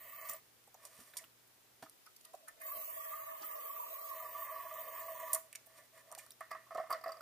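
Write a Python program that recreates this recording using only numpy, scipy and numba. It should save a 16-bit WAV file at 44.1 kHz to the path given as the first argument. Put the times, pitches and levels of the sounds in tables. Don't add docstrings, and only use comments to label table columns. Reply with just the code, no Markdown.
import sys
import numpy as np
from scipy import signal
from scipy.fft import rfft, irfft
from scipy.io import wavfile
from scipy.ndimage import uniform_filter1d, minimum_filter1d
from numba import njit

SR = 44100
rng = np.random.default_rng(int(sys.argv[2]) if len(sys.argv) > 2 else 0)


def ratio_of_db(decibels):
    return 10 ** (np.asarray(decibels, float) / 20)


def pcm_store(signal):
    levels = np.round(np.clip(np.atleast_2d(signal), -1, 1) * 32767)
    wavfile.write(sys.argv[1], SR, levels.astype(np.int16).T)


N = 318181
T = np.arange(N) / SR

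# [f/Hz, width/Hz, level/dB]
NECK_MODES = [(649, 15, 2), (562, 44.4, -10), (489, 39, -16), (717.6, 30, -17.5)]
# [f/Hz, width/Hz, level/dB]
SHELL_MODES = [(986.8, 16.5, -2), (1071.5, 69, -5), (1105, 34, 0), (1162, 33.4, 0), (1246, 34, -13),
               (818, 44, -23.5)]
# [f/Hz, width/Hz, level/dB]
UPPER_MODES = [(1443, 11, -9.5), (1662, 17, -3.5), (1792, 36, 3), (1904, 11.2, 4.5), (1964, 29, 0.5),
               (2127, 30.4, -0.5), (2460, 65, -8), (2598, 25, -8.5), (2930, 27, -9)]
# [f/Hz, width/Hz, level/dB]
NOZZLE_BANDS = [(15190, 2200, 1.5), (13600, 2000, -6.5)]


def level(x, db=0):
    return x * ratio_of_db(db) / np.sqrt(np.mean(x ** 2))


@njit
def svf(x, hz, width):
    y, b, l, g, k = np.empty(len(x)), 0., 0., 0., 0.
    for i in range(len(x)):
        if i % 16 == 0:
            g, k = np.tan(np.pi * hz[i] / SR), width / hz[i]
        v = (b + g * (x[i] - l)) / (1 + g * (g + k))
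        b, l, y[i] = 2 * v - b, l + 2 * g * v, k * v
    return y


def ring(x, modes, bend=1, vary_db=0):
    gain = ratio_of_db(vary_db * rng.standard_normal(len(modes)))
    pitch = np.ones(len(x)) * bend
    out = 0
    for k, (hz, width, db) in enumerate(modes):
        out = out + (-1) ** k * gain[k] * ratio_of_db(db) * svf(x, hz * pitch, 1. * width)
    return out


def walk(rate):
    hold = int(SR / rate)
    steps = np.repeat(rng.standard_normal(N // hold + 1), hold)
    return 0.57 * uniform_filter1d(uniform_filter1d(steps, hold), hold)[:N]


def add(out, s, x, db):
    i = int(s * SR)
    out[i:i + len(x)] += (x * ratio_of_db(db) / np.abs(x).max())[:N - i]


def burst(t60, crackle_db, click=4.76, size=8000):
    t = np.arange(size) / SR
    grains = ratio_of_db(crackle_db * np.repeat(rng.standard_normal(size // 20), 20))
    force = rng.standard_normal(size) * grains * np.exp(-np.log(1000) * t / max(t60, .002))
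    force[0] = click
    return force


def droplets(flicker_db, rate, grain_db):
    return rng.standard_normal(N) * ratio_of_db(flicker_db * walk(rate) + grain_db * walk(400))


def plunger():
    # [t/s, flow/dB, aim/dB]
    presses = [
        [(0.0, -58, -7), (0.1, -57.5, -5), (0.14, -56.5, -6.5), (0.27, -53.5, -6), (0.3, -55, -3),
         (0.352, -56.5, -5), (0.396, -83, 4)],
        [(2.6, -63, -9), (2.67, -52.5, 2.5), (2.87, -50, -6), (3.1, -52, -1), (3.3, -55, 3), (3.55, -52, -1.5),
         (4.65, -54, -0.5), (5.37, -53.5, 0), (5.415, -65, -8)],
    ]
    flow, aim = np.full(N, -200.), np.zeros(N)
    for s, flow_db, aim_db in map(np.transpose, presses):
        on = (T >= s[0]) & (T <= s[-1])
        flow[on] = np.interp(T[on], s, flow_db)
        aim[on] = np.interp(T[on], s, aim_db)
    return flow, aim


def nozzle_hiss(drops, fill):
    # [f/Hz, width/Hz, level/dB]
    nozzle_low = [(11140, 240, -20.5), (12750, 2170, -6)]
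    thinning = ratio_of_db(-1.5 * (T - 4.0) * (T > 1))
    return level(ring(drops, NOZZLE_BANDS) + thinning * ring(drops, nozzle_low, fill))


def spray(drops, fill):
    # [f empty/Hz, width/Hz, level/dB]
    air_modes = [(5500, 680, -14.5), (6440, 400, -9.5), (7970, 440, 1.5), (8800, 480, -6.5),
                 (10180, 480, 1.5), (2650, 1300, -0.5)]
    mist = ring(droplets(3.4, 33, 0.64), [(7100, 23000, 0)])
    ridge = level(ring(drops, [(6680, 140, 0)]), -10.5) * ratio_of_db(2.5 * (T - 4))
    return level(ring(drops, air_modes, fill)) + level(mist, -1.1) + ridge


def shell_drum(fill):
    drum = droplets(1.2, 30, 1.8)
    lowest = ratio_of_db(0.5 * (T + 2.5) * (T > 1)) * ring(drum, SHELL_MODES[:1])
    others = ring(drum, SHELL_MODES[1:], (fill / 1.042) ** -0.2)
    upper = level(ring(drum, UPPER_MODES, 1 + 0.0396 * (T < 1)), -10.0)
    return level(lowest - others) + upper * ratio_of_db(10.3 * (T < 1) + 3.1 * (T > 4.14))


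def spits(out):
    # [t/s, peak level/dB]
    spit_times = [(0.0308, -41), (0.2114, -24), (0.2922, -16), (2.6656, -19.5), (3.1222, -25),
                  (3.445, -21.5), (3.5213, -24), (3.5732, -41), (3.8027, -27), (4.198, -22.5),
                  (4.2265, -24), (4.4023, -24), (4.511, -39), (4.7386, -26), (4.9441, -29), (4.999, -24),
                  (5.0613, -27), (5.198, -24)]
    for s, db in spit_times:
        spit = ring(burst(0.068, crackle_db=-5.5), NOZZLE_BANDS + [(8060, 2100, -13.5)])
        add(out, s, spit, db - 14.5)


def jet():
    # [t/s, pitch factor]
    filling = [
        (0, 1.01),
        (2.6, 0.96),
        (5.4, 1.077),
    ]
    flow, aim = plunger()
    surge_db, surge_per_s = 3.5, 18
    surge = [surge_db * walk(surge_per_s) for _ in range(3)]
    empty_s, gasp_s = (0.373, 6.6), 0.019
    gasp = 7 * sum(np.exp(-((T - s) / gasp_s) ** 2) for s in empty_s)
    fill = np.interp(T, *np.transpose(filling))
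    drops = droplets(2.6, 40, 4.6)
    out = ratio_of_db(flow + surge[0]) * nozzle_hiss(drops, fill)
    out += ratio_of_db(flow - 11.5 + gasp + 0.26 * surge[0]) * spray(drops, fill)
    out += ratio_of_db(flow + aim + surge[1]) * shell_drum(fill)
    neck_db = flow + aim - 4 - 0.82 * (T - 5.0) + surge[2]
    out += ratio_of_db(neck_db) * level(ring(droplets(6.2, 24.89, 0.54), NECK_MODES))
    spits(out)
    return out


def splashes():
    # [t/s, peak level/dB, f/Hz]
    early_drops = [
        (0.0447, -71, 1185),
        (0.0763, -67, 1160),
        (0.109, -63, 1180),
        (0.1305, -48.5, 1167),
        (0.18, -55, 1130),
        (0.2476, -45, 1160),
        (0.2959, -52, 1118),
        (0.3264, -49, 1190),
    ]
    # [t/s, peak level/dB, f/Hz]
    late_drops = [(2.6886, -39, 1077), (2.7205, -38, 1174), (2.784, -60, 1234), (2.8103, -51, 1105),
                  (2.864, -59, 1160), (2.9782, -51, 1170), (3.003, -38.5, 1189), (3.0622, -45, 1156),
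                  (3.1134, -45, 1168), (3.1373, -35.5, 1197), (3.1743, -41.5, 1102), (3.211, -42, 1090),
                  (3.2943, -46, 1154), (3.3148, -36, 1110), (3.3555, -38, 1087), (3.4405, -40.5, 1234),
                  (3.531, -48, 1180), (3.555, -43, 1080), (3.594, -44.5, 1139), (3.612, -47, 1187),
                  (3.659, -40.5, 1188), (3.6975, -38, 1110), (3.763, -41.5, 1168), (3.7973, -34.5, 993),
                  (3.8336, -38, 958), (3.8666, -55, 1210), (3.8938, -54, 1110), (3.9444, -40, 1073),
                  (3.993, -56, 1150), (4.0335, -47, 1210), (4.0543, -44.5, 1160), (4.09, -39.5, 1144),
                  (4.114, -35.5, 1090), (4.1399, -43, 1057), (4.2027, -40, 1192), (4.2505, -41, 1158),
                  (4.3506, -38.5, 1160), (4.3896, -40, 1144), (4.42, -39.5, 1120), (4.4748, -42.5, 1078),
                  (4.4968, -38, 1110), (4.561, -38, 1137), (4.599, -37.5, 1120), (4.6328, -44, 1010),
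                  (4.663, -40.5, 1122), (4.7135, -40.5, 1184), (4.8127, -53, 996), (4.8399, -49, 1080),
                  (4.872, -46, 1150), (4.9327, -54, 1105), (4.9532, -43.5, 1007), (5.0184, -41, 1143),
                  (5.084, -39, 1122), (5.1516, -46, 987), (5.203, -39, 1010), (5.3028, -41, 1105)]
    # [t/s, peak level/dB]
    gulps = [(2.632, -51), (2.775, -66), (2.812, -46), (2.875, -45.5), (2.965, -41), (3.053, -46.5),
             (3.121, -49), (3.4, -47), (3.451, -51), (3.777, -72), (3.832, -52), (3.999, -60), (4.071, -70),
             (4.109, -51), (4.162, -70), (4.221, -54), (4.271, -48), (4.368, -60), (4.406, -50),
             (4.519, -44), (4.649, -41), (4.716, -41.5), (4.78, -52.5), (4.878, -51.5), (4.95, -57),
             (5.014, -52), (5.05, -48), (5.087, -41), (5.153, -55), (5.196, -65), (5.231, -39.5),
             (5.333, -45)]
    out = np.zeros(N)
    rows = [(*row, 49) for row in early_drops + late_drops]
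    rows += [(*row, 643, 29) for row in gulps]
    lead_s = 0.003068
    for s, db, hz, width, in rows:
        hit = burst(0.01, crackle_db=3.5, size=3000)
        mode = [(hz, width, 0)]
        swell = ring(ring(hit, mode), mode)
        add(out, s - lead_s, swell + ratio_of_db(-28) * ring(hit, UPPER_MODES), db - 3)
    return out


def needle_rub():
    # [middle t/s, length/s, shell level/dB, neck level/dB, scrape level/dB]
    strokes = [(0.8, 0.14, -78, -75, -83), (0.865, 0.24, -73, -70, -69), (1.024, 0.32, -68, -76, -59),
               (1.194, 0.18, -73, -65.5, -64), (2.277, 0.17, -78.5, -76, -81), (2.474, 0.48, -84, -69, -82),
               (2.615, 0.16, -76, -73, -79), (5.47, 0.43, -76.5, -71, -76), (5.777, 0.29, -70, -70, -67.5),
               (5.974, 0.13, -66.5, -67.5, -66), (6.114, 0.25, -74.5, -66, -77),
               (6.212, 0.39, -73, -71.5, -71), (6.546, 0.33, -70.5, -70.5, -84),
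               (6.807, 0.57, -79, -79, -83), (6.94, 0.14, -66, -51.5, -82), (7.082, 0.16, -60.5, -58, -71),
               (7.174, 0.19, -69.5, -62.5, -79)]
    middle, length, *parts_db = np.transpose(strokes)
    progress = np.clip((T - middle[:, None]) / length[:, None], -.5, .5)
    swell = np.cos(np.pi * progress) ** 2
    shell, neck, scrape = ratio_of_db(np.array(parts_db)) @ swell
    grit, breeze = droplets(7.6, 30, 4.4), droplets(2.6, 20, 1.1)
    out = neck * level(ring(breeze, NECK_MODES))
    out += shell * (level(ring(grit, SHELL_MODES)) + level(ring(grit, UPPER_MODES), 0.056))
    return out + scrape * level(ring(grit, [(6700, 69000, 24), (14000, 4100, -22)]))


def needle_ticks():
    # [t/s, peak level/dB, f/Hz, t60/s]
    sputters = [(0.288, -38, 7950, 0.023), (0.297, -29.5, 9550, 0.012), (0.312, -39, 9000, 0.06),
                (0.3342, -38, 9500, 0.028), (0.852, -37, 8300, 0.02), (0.858, -47.5, 7000, .12),
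                (1.169, -30.5, 6400, 0.064), (1.186, -38, 8000, 0.03), (1.199, -55, 8000, .02),
                (1.825, -48, 4270, 0.12), (2.4842, -39, 8800, 0.016), (2.617, -41.5, 12300, 0.02),
                (3.422, -44, 4270, 0.074), (5.3317, -16, 14000, 0.045), (5.3475, -21, 9800, 0.025),
                (5.359, -35, 13200, 0.041), (5.556, -34, 4660, 0.021), (5.661, -47.5, 15400, 0.082),
                (6.179, -46.5, 4730, 0.12), (6.183, -45, 7600, 0.13), (6.5126, -45, 5170, 0.03),
                (6.747, -50.5, 5710, .035), (6.773, -48, 2870, 0.036), (6.904, -36, 15100, 0.076),
                (6.925, -46, 4970, 0.044)]
    # [t/s, peak level/dB, f/Hz]
    clicks = [(0.64, -57, 7000), (1.4754, -54, 13500), (1.8968, -40, 11200), (2.064, -45.5, 5000),
              (2.1652, -41.5, 6200), (2.2106, -45.5, 5500), (2.252, -39.5, 5940), (2.336, -45, 7250),
              (2.3507, -44, 6600), (5.3357, -24, 13000), (5.5286, -36.5, 8730), (5.5521, -36, 9180),
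              (6.116, -39, 6580), (6.1246, -37.5, 8900), (6.1503, -33.5, 4220), (6.2642, -46, 8960),
              (6.3065, -37.5, 13600), (6.4074, -41.5, 13100), (7.0386, -57, 13400)]
    # [t/s, peak level/dB, f/Hz]
    pings = [
        (0.6749, -56, 8400),
        (0.743, -49.5, 6350),
        (1.137, -50, 3900),
        (1.241, -46.5, 2860),
        (6.186, -43, 7700),
        (6.3065, -45.5, 3760),
        (6.3182, -48.5, 5500),
    ]
    out = np.zeros(N)
    ticks = [(*row, 2.03) for row in sputters]
    ticks += [(*row, 0.0048, 2.6) for row in clicks]
    ticks += [(*row, 0.024, 0.29) for row in pings]
    for s, db, hz, t60, octaves in ticks:
        band = [(hz, hz * octaves * 0.79, 0), (14200, 3000, -2)]
        force = burst(t60, crackle_db=2.5, size=4000)
        add(out, s, ring(ring(force, band), band), db)
    return out


def cap_thread():
    # [t/s, peak level/dB, neck share/dB, upper shell share/dB, cap level/dB]
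    knocks = [(6.409, -34.5, -10.5, -13, -55.5), (6.509, -46.5, -21, -5, -54),
              (6.515, -33, -11, -13, -48.5), (6.527, -39.5, -43, -8, -55), (6.551, -35, -15.5, -20, -73),
              (6.664, -54.5, -18, -20, -72), (6.685, -57, -14, -25, -72), (6.709, -39, -9, -21, -65),
              (6.7192, -43, -1, -13, -63), (6.750, -36.5, -7, -32, -69), (6.757, -35.5, 2.5, -25, -61),
              (6.781, -31, -1.5, -17.5, -61), (6.8, -35, 4.5, -27, -53), (6.839, -45.5, -0.5, -13, -70),
              (6.865, -46.5, -23, -18, -70), (6.898, -39, -10, -25, -56), (6.906, -25.5, -14, -39, -48),
              (6.915, -41, -11, -27, -47), (6.927, -26.5, -11, -30, -35.5), (6.944, -42, -5, -6, -56),
              (7.012, -52, 0, -10, -56), (7.04, -34, -15, -17, -44.5), (7.061, -37, 2, -11, -54),
              (7.073, -46, 9, -6, -62), (7.0804, -46, -16, -13, -49), (7.091, -33.5, -11, -30, -51),
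              (7.119, -41.5, -10, -23, -46.5), (7.144, -46, -28, -23, -59), (7.1696, -48, -10, -23, -55),
              (7.208, -37.5, -40, -37, -51)]
    # [f/Hz, width/Hz, level/dB]
    cap_modes = [(4120, 25, -6), (4650, 70, 2), (4840, 70, 1), (4940, 220, 1), (5210, 76, -0.5),
                 (6100, 40, -8), (4900, 1100, -11.5), (8150, 180, -14), (9800, 210, -30),
                 (13600, 1950, -10.5)]
    out = np.zeros(N)
    shell = SHELL_MODES[1:] + [(1285, 21.4, 0.0), (994, 6.2, -18)]
    neck = NECK_MODES[::3] + [(567, 24, -18.0), (730, 54, -10)]
    for s, db, neck_db, upper_db, cap_db in knocks:
        hit = burst(.01, crackle_db=12.0, click=24.6)
        add(out, s, ring(hit, cap_modes, vary_db=3), cap_db + 1)
        push = uniform_filter1d(np.roll(hit, 8), size=14)
        parts = ((shell, -5.5), (neck, neck_db - 0.5), (UPPER_MODES, upper_db + 4.0))
        for modes, share_db in parts:
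            add(out, s - .002, ring(push, modes, vary_db=1.5), db + share_db)
        scrape = ring(burst(0.22, crackle_db=6.5), [(1310, 350, 0)] + UPPER_MODES[1:6])
        add(out, s, scrape, db - 13.5)
    return out


def bumps():
    # [t/s, peak level/dB, f/Hz, boiler ring share/dB]
    full_bumps = [(0.291, -41, 1120, -6), (0.85, -53, 726, -7), (1.159, -49, 1020, -6),
                  (1.188, -46.5, 2070, -6), (2.255, -49, 1310, -17), (2.34, -33.5, 667, -18.5),
                  (2.482, -36, 1320, -16), (2.483, -49.5, 1800, -5), (2.612, -47, 1700, 5.5),
                  (5.331, -47, 660, 8.5), (5.349, -39.5, 1090, 1.5), (5.672, -53, 690, -8.5),
                  (6.117, -48.5, 790, 4), (6.127, -45, 1050, -17), (6.104, -51.5, 730, -4),
                  (6.189, -42, 2290, -9), (6.176, -40, 750, -16), (1.826, -37.5, 730, -13),
                  (6.904, -42, 1160, 11.5)]
    # [t/s, peak level/dB, f/Hz]
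    glances = [(0.675, -51.5, 740), (0.744, -46.5, 800), (1.136, -46, 1580), (1.238, -49.5, 1350),
               (1.827, -38, 1330), (1.861, -43.5, 1180), (0.989, -53.5, 600), (2.068, -43, 1310),
               (5.528, -43, 2170), (5.551, -36.5, 2160), (6.150, -42, 1880), (6.264, -52, 1300)]
    out = np.zeros(N)
    rows = [(*row, 0.046) for row in full_bumps]
    rows += [(*row, -23, 0.045) for row in glances]
    for s, db, hz, ring_db, t60 in rows:
        band = [(hz, hz * 0.5, 0)]
        hit = ring(ring(burst(t60, crackle_db=3.5), band), band)
        add(out, s, hit, db - 6.0)
        add(out, s, ring(hit, NECK_MODES + SHELL_MODES + UPPER_MODES), db - 0.5 + ring_db)
    return out


def table_thumps():
    # [t/s, peak level/dB, f/Hz]
    thumps = [(0.291, -64, 232), (0.987, -57, 252), (1.234, -62.5, 298), (1.824, -51.5, 302),
              (2.334, -76, 417), (2.771, -56.5, 220), (3.413, -60, 334), (3.418, -47, 806),
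              (6.777, -55, 444), (6.912, -73, 398), (7.068, -58, 420)]
    out = np.zeros(N)
    for s, db, hz in thumps:
        force = burst(0.13, crackle_db=2.5, click=6.0)
        add(out, s, ring(force, [(hz, hz * 0.21, 0), (90, 90, -14), (1200, 1200, -22)]), db + 1.0)
    return out


def echo(x, t60, low_hz):
    t = np.arange(SR // 2) / SR
    tail = rng.standard_normal((2, len(t))) * np.exp(-np.log(1000) * t / t60)
    tail = signal.sosfilt(signal.butter(2, low_hz, "high", fs=SR, output="sos"), tail)
    tail = tail / np.sqrt(np.sum(tail ** 2, axis=1, keepdims=True))
    return signal.fftconvolve(x[None], tail, axes=1)[:, :N]


def room_floor():
    # [f/Hz, level/dB per Hz]
    air_spectrum = [(25, -23), (100, -13.5), (160, -14.5), (400, -11), (1430, -14.5), (8490, -18.5),
                    (14600, -16), (15800, -15)]
    # [f/Hz, correlation]
    likeness = [(30, 0.23), (200, 0.15), (1500, 0.28), (4000, 0.06), (15000, 0.025)]
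    # [f/Hz, rms level/dB]
    mains = [(120, -84.5), (240, -92.5)]
    log_f = np.log(np.maximum(np.fft.rfftfreq(N, 1 / SR), 1))
    hz, db = np.transpose(air_spectrum)
    shape = ratio_of_db(np.interp(log_f, np.log(hz), db))
    hz, alike = np.transpose(likeness)
    c = np.clip(np.interp(log_f, np.log(hz), alike), 0, 1)
    mid, side = rfft(rng.standard_normal((2, N))) * shape
    mid, side = np.sqrt(1 + c) * mid, np.sqrt(1 - c) * side
    air = irfft(np.array([mid + side, mid - side]), N)
    hum = sum(ratio_of_db(db + 0.41 * walk(1.64)) * np.sqrt(2) * np.sin(2 * np.pi * hz * T) for hz, db in mains)
    return level(air, -65.0) + hum


def scene():
    water = jet()
    touch = needle_rub() + needle_ticks() + cap_thread() + bumps() + table_thumps() + splashes()
    near = water + touch
    room = ratio_of_db(-10.5) * echo(near, 0.3, low_hz=1000)
    metal = ratio_of_db(-1.5) * (echo(touch, .03, low_hz=5170) + echo(water, .12, low_hz=5170))
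    pan_db = np.array([[-2.6], [2.6]])
    return ratio_of_db(pan_db / 2) * (near + room + metal) + room_floor()


def slip(z, f, t, hold_s=.15, gain_db=2.0):
    # [from t/s, low f/Hz, high f/Hz, left lead/rad]
    held_tones = [(1.7, 60, 200, 0), (1.92, 60, 200, 2.5), (2.92, 60, 200, .5), (3.3, 60, 200, 2.4),
                  (2.2, 480, 800, .6), (2.5, 480, 800, 1.3), (2.82, 480, 800, -2.6), (3.75, 480, 800, -1.9),
                  (2.5, 940, 1040, 2.9), (2.5, 1080, 1190, .3), (2.82, 1080, 1190, 2.6),
                  (2.97, 1080, 1190, -.4), (3.3, 1080, 1190, 2.4), (3.56, 1060, 1250, -.5)]
    bins = np.arange(len(f))
    band = np.minimum(bins // 2, 18 + bins // 5)
    draw = rng.random((2, 2, band[-1] + 1, len(t)))
    renew = draw[0] < (t[1] / hold_s) * (1 + np.arange(band[-1] + 1)[:, None] / 20)
    last = np.maximum.accumulate(renew * np.arange(len(t)), axis=2)
    cycles = np.take_along_axis(draw[1], last, axis=2)
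    cycles[1] = cycles[0] + .5 * (cycles[1] > .5)
    turn = ratio_of_db(gain_db) * np.exp(2j * np.pi * cycles[:, band])
    for s, lo, hi, lead in held_tones:
        tone = ((f > lo) & (f < hi))[:, None] & (t >= s)
        turn[:, tone] = np.exp(1j * np.array([[lead], [0]]))
    sped_up = (t > 1.905) & (t < 4.14)
    return np.where(sped_up, z * turn, z)


def drop_weak_bands(z, f, under_db):
    power = uniform_filter1d(np.sum(np.abs(z) ** 2, axis=0), size=17, axis=1)
    bands = power[:512].reshape(128, 4, -1).sum(axis=1)
    held = (np.arange(len(power[0])) // 4 + rng.integers(0, 3, (128, 1))) // 3
    luck = np.take_along_axis(rng.standard_normal((128, held.max() + 1)), held, axis=1)
    quietest_treble = minimum_filter1d(power[f > 11000].sum(axis=0), size=13)
    need = quietest_treble * ratio_of_db(2 * under_db - 5 * (f[:512:4, None] > 6600))
    keep = 1. * (bands * ratio_of_db(7 * luck) > need)
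    keep[1:] = np.maximum(keep[1:], (1 - keep[:-1]) * (luck[1:] > 0))
    keep[:16], keep[60:89] = True, True
    treble = np.sum(np.abs(z[:, f > 11000]) ** 2, axis=(0, 1))
    click = treble > 5 * signal.medfilt(treble, 31)
    keep[:, uniform_filter1d(1. * click, size=5) > 0] = 1
    keep[89:] = .1 * click
    return z * np.vstack([np.repeat(keep, 4, axis=0), keep[-1:]])


def band_limit(x):
    return signal.sosfilt(signal.butter(12, 16460, fs=SR, output="sos"), x)


def record(dry):
    f, t, z = signal.stft(dry, SR, nperseg=1024, noverlap=768)
    z = drop_weak_bands(slip(z, f, t), f, under_db=-29)
    edited = signal.istft(z, SR, nperseg=1024, noverlap=768)[1][:, :N]
    top_cut = signal.ellip(8, .2, 60, 16300, fs=SR, output="sos")
    return band_limit(signal.sosfilt(top_cut, edited))


dry = scene()
out = record(dry)
pcm_store(out)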